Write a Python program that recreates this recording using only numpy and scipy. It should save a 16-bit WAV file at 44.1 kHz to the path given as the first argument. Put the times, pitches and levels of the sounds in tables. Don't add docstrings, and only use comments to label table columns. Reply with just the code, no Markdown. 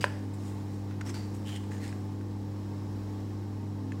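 import sys
import numpy as np
from scipy import signal
from scipy.fft import rfft, irfft
from scipy.io import wavfile

SR = 44100
rng = np.random.default_rng(int(sys.argv[2]) if len(sys.argv) > 2 else 0)


def digitize_waveform(pressure):
    field = np.atleast_2d(pressure).T
    bounded = np.clip(field, -1, 1)
    quanta = np.round(bounded * 32767).astype(np.int16)
    wavfile.write(sys.argv[1], SR, quanta)


N = 176400
T = np.arange(N) / SR
BINS = np.arange(N // 2 + 1) * SR / N


def amp(db):
    return 10 ** (np.asarray(db) / 20)


def unit(x):
    return x / np.sqrt(np.mean(x ** 2))


def curve(points, hz):
    freqs, values = np.array(points).T
    return np.interp(np.log(hz + 1e-9), np.log(freqs), values)


def shape(x, gain):
    return irfft(rfft(x) * gain, N)


def resonance(hz, width_hz):
    return 1j * BINS * width_hz / (hz ** 2 - BINS ** 2 + 1j * BINS * width_hz)


def ripple(spacing_hz):
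    steps = np.arange(2 ** 11)
    return np.interp(BINS, spacing_hz * steps, rng.standard_normal(len(steps)))


def walk(rate_hz):
    return unit(shape(rng.standard_normal(N), np.exp(-(BINS / rate_hz) ** 2)))


def fade(t, t60):
    return np.exp(-np.log(1000) * t / t60)


def add(out, start_s, x):
    i = max(int(start_s * SR), 0)
    out[i:i + len(x)] += x[:max(N - i, 0)]


def room(x):
    # frequency_hz, t60_s
    decay = [(200, 1.4), (1000, 0.33), (2000, 0.55), (5000, 0.55), (12000, 1.45)]
    # frequency_hz, gain_db
    colour = [(200, -36), (600, 13), (1100, 5.5), (1700, 7), (2600, 5.5), (5000, 8), (12000, 4)]
    tail, noise = np.zeros(N), rng.standard_normal(N)
    octave = np.log2(np.clip(BINS, 2 ** 7, 2 ** 14))
    for k in range(7, 15):
        band = shape(noise, np.maximum(1 - abs(octave - k), 0))
        tail += band * fade(T, curve(decay, 2 ** k))
    tail *= T > .005
    tail = shape(tail / np.linalg.norm(tail), amp(curve(colour, BINS)))
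    return signal.fftconvolve(x, tail[:SR])[:N]


def fan():
    # harmonic_number, level_db
    harmonics = [(1, -36), (2, -44.5), (3, -46), (4, -59.5), (5, -63.5)]
    # pitch_hz, level_db, half_width_hz
    bands = [(59, -53.5, 4.3), (142.9, -52.5, 6.6), (221.6, -58, 1.7), (260.6, -49.5, 2.85),
             (346.4, -65, 6), (351.4, -59, 3.7), (431.5, -68, 15), (482, -65.5, 19), (535, -67, 4.6),
             (653, -71.5, 20), (760, -68, 4.2), (802, -65, 9.9), (869.6, -62, 15.5), (921.6, -65.5, 13),
             (1690, -74.5, 270)]
    # frequency_hz, density_db (power in a 1 Hz band)
    air_spectrum = [(20, -98), (35, -72), (55, -79), (120, -68), (190, -71.5), (300, -74), (420, -77.5),
                    (600, -84.5), (850, -86.5), (1100, -85), (1400, -94), (1800, -95.5), (2500, -100),
                    (3100, -100), (3500, -102), (3900, -100), (4700, -102), (5250, -99), (6000, -103),
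                    (7600, -104), (8900, -110), (12000, -112), (16000, -113)]
    hum_hz, waver_db, ripple_db, flicker_db = 100.1, -0.15, 2.5, 0.7
    phase = 2 * np.pi * hum_hz * T + 0.012 * walk(3.1)
    hum = np.zeros(N)
    for harmonic, db in harmonics:
        peak = np.sqrt(2) * amp(db + waver_db * walk(1.5))
        hum += peak * np.sin(harmonic * phase + 2 * np.pi * rng.random())
    tones = sum(amp(db) * unit(shape(rng.standard_normal(N), resonance(hz, 2 * half_width) ** 2))
                for hz, db, half_width in bands)
    noise = rng.standard_normal(N) * np.sqrt(SR / 2)
    air = shape(noise, amp(curve(air_spectrum, BINS) + ripple_db * ripple(spacing_hz=29.8)))
    return hum + tones + air * amp(flicker_db * walk(2))


def slides():
    # start_s, rise_s, hold_s, release_s, level_db,
    # hold_change_db, low_ring_hz, low_ring_db, high_ring_hz, high_ring_db, tilt_db_per_octave
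    strokes = [(.008, 0.001, 0.043, 0.024, -39, -7, 2820, -4, 4820, -7, -1.3),
               (0.334, .007, .003, 0.011, -55.5, -2, 7600, -3, 9000, -10, 3),
               (0.32, 0.16, 0.076, 0.33, -57.5, -8, 5100, -25, 7000, -16, 1),
               (0.687, .05, 0.029, 0.05, -65.5, 1, 5430, -17, 7400, -19, 3),
               (0.884, .03, 0.018, .05, -57.5, -7, 1890, -1, 2500, -8, -5),
               (1.048, 0.016, 0.041, 0.0068, -47.5, 0.5, 1160, -7, 5400, -8.5, -0.7),
               (1.139, .004, 0.1, 0.1, -44, -14, 840, -11, 4560, -4, -2.3),
               (1.335, .012, .01, 0.05, -56.5, -3, 7860, -16, 11500, -14, 3),
               (1.448, 0.025, 0.1, .014, -47.5, -1, 3100, -1.5, 7160, -16, -1.5),
               (1.707, 0.0075, 0.065, 0.028, -52.5, -4, 1790, -5, 6770, -6.5, -0.5),
               (1.796, 0.043, 0.02, 0.073, -48, -2.5, 1930, -4, 4250, -10, -0.2)]
    # frequency_hz, gain_db
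    colour = [(300, 6), (800, -5.5), (1300, -1.5), (2000, 2), (3700, -4), (5600, -4.5), (6800, -3.5),
              (8300, -2.5), (10000, -9), (11500, -13), (16000, -17)]
    slips_per_s, slip_spread_db, skin_hiss_db = 2200, 2, -7.5
    ring_width_hz, grip_db = 280, 0.5
    octaves = np.log2(np.maximum(BINS, 800))
    out = np.zeros(N)
    for start, rise, hold, release, db, change_db, low_hz, low_db, high_hz, high_db, tilt in strokes:
        slips = (rng.random(N) < slips_per_s / SR) * rng.choice([-1, 1], N)
        strength = amp(slip_spread_db * np.minimum(rng.exponential(size=N), 5))
        friction = unit(slips * strength) + amp(skin_hiss_db) * rng.standard_normal(N)
        body_db = curve(colour, BINS) + ripple(spacing_hz=193.6) + tilt * octaves
        body = unit(shape(friction, amp(body_db)))
        rings = sum(amp(ring_db) * unit(shape(friction, resonance(hz, ring_width_hz)))
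                    for hz, ring_db in ((low_hz, low_db), (high_hz, high_db)))
        t = T - start
        attack = np.clip(t / rise, 0, 1)
        sustain = amp(change_db * np.clip((t - rise) / hold, 0, 1))
        let_go = np.exp(-2 * np.maximum(t - rise - hold, 0) / release)
        out += amp(db) * attack * sustain * let_go * unit(body + rings)
    return out * amp(grip_db * walk(rate_hz=70))


def strike(modes, contact_ms, chatter_db):
    chatter_s, chatter_band_hz = 0.00093, [3320, 10500]
    t = T[:SR // 10]
    ring = sum(amp(db) * np.cos(2 * np.pi * hz * t) * fade(t, t60) for hz, db, t60 in modes)
    push = t ** 2 * np.exp(-t * 1000 / contact_ms)
    burst = rng.standard_normal(len(t)) * t * np.exp(-t / chatter_s)
    band = signal.butter(2, chatter_band_hz, "band", fs=SR, output="sos")
    chatter = signal.sosfilt(band, burst / np.linalg.norm(burst))
    force = push / push.sum() + amp(chatter_db) * chatter
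    return signal.fftconvolve(ring, force)


def clasp_ticks():
    # start_s, level_db, pitch_ratio, chatter_db
    taps = [(0.9104, -41, 0.89, -12), (1.0108, -31, 1.05, -5), (1.0146, -31, 0.9, -13), (1.091, -41, 1, 4),
            (1.094, -44, 0.92, 7), (1.108, -50, 1.4, 8), (1.1422, -41, .92, 6.5), (1.492, -46.5, 1.1, 10),
            (1.5612, -38.5, 1.33, 3), (1.639, -45, 1.5, -8), (1.7173, -36.5, 1.04, -12),
            (1.8774, -44, 1.33, 4), (1.892, -43.5, 1.27, 1.5), (1.9272, -38, 1.02, -13),
            (2.211, -45.5, 0.95, -8), (3.9207, -32.5, 1.08, -11.5)]
    # pitch_hz, gain_db, t60_s
    clasp_modes = [(1630, -2.5, 0.021), (1900, -3.5, 0.014), (2360, -8, 0.016), (3900, -10, .012),
                   (5270, -12, 0.026), (6450, -12, 0.025), (7450, -22, 0.017), (8500, -16, .01)]
    out = np.zeros(N)
    for start, db, ratio, chatter_db in taps:
        modes = [(hz * ratio, gain_db, t60) for hz, gain_db, t60 in clasp_modes]
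        add(out, start, amp(db) * strike(modes, contact_ms=0.041, chatter_db=chatter_db))
    return out


def knock():
    # start_s, level_db, contact_ms, chatter_db
    hits = [(.0420, -7, 0.06, -22), (0.0447, -31.5, 0.076, 4)]
    # pitch_hz, gain_db, t60_s
    shell_modes = [(560, -13, 0.027), (1000, -6, 0.017), (1620, 1.5, 0.0079), (1890, -4, 0.0017),
                   (2490, -9, 0.011), (2960, -25, 0.017), (5000, -33, 0.016), (6200, -25, .014),
                   (7400, -19, .014), (9960, -18, .01)]
    out = np.zeros(N)
    for start, db, contact_ms, chatter_db in hits:
        add(out, start, amp(db) * strike(shell_modes, contact_ms, chatter_db))
    return out


def scene():
    hit, ticks, rub = knock(), clasp_ticks(), slides()
    reflections = room(amp(-16) * hit + amp(-17) * ticks + amp(-11.5) * rub)
    return (hit + ticks + rub + reflections + fan())[None]


def record(dry):
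    low_cut_hz, high_cut_hz = 78.5, 15800
    thinned = signal.sosfilt(signal.butter(2, low_cut_hz, "high", fs=SR, output="sos"), dry)
    return signal.sosfilt(signal.ellip(10, .1, 80, high_cut_hz, fs=SR, output="sos"), thinned)


dry = scene()
out = record(dry)
digitize_waveform(out)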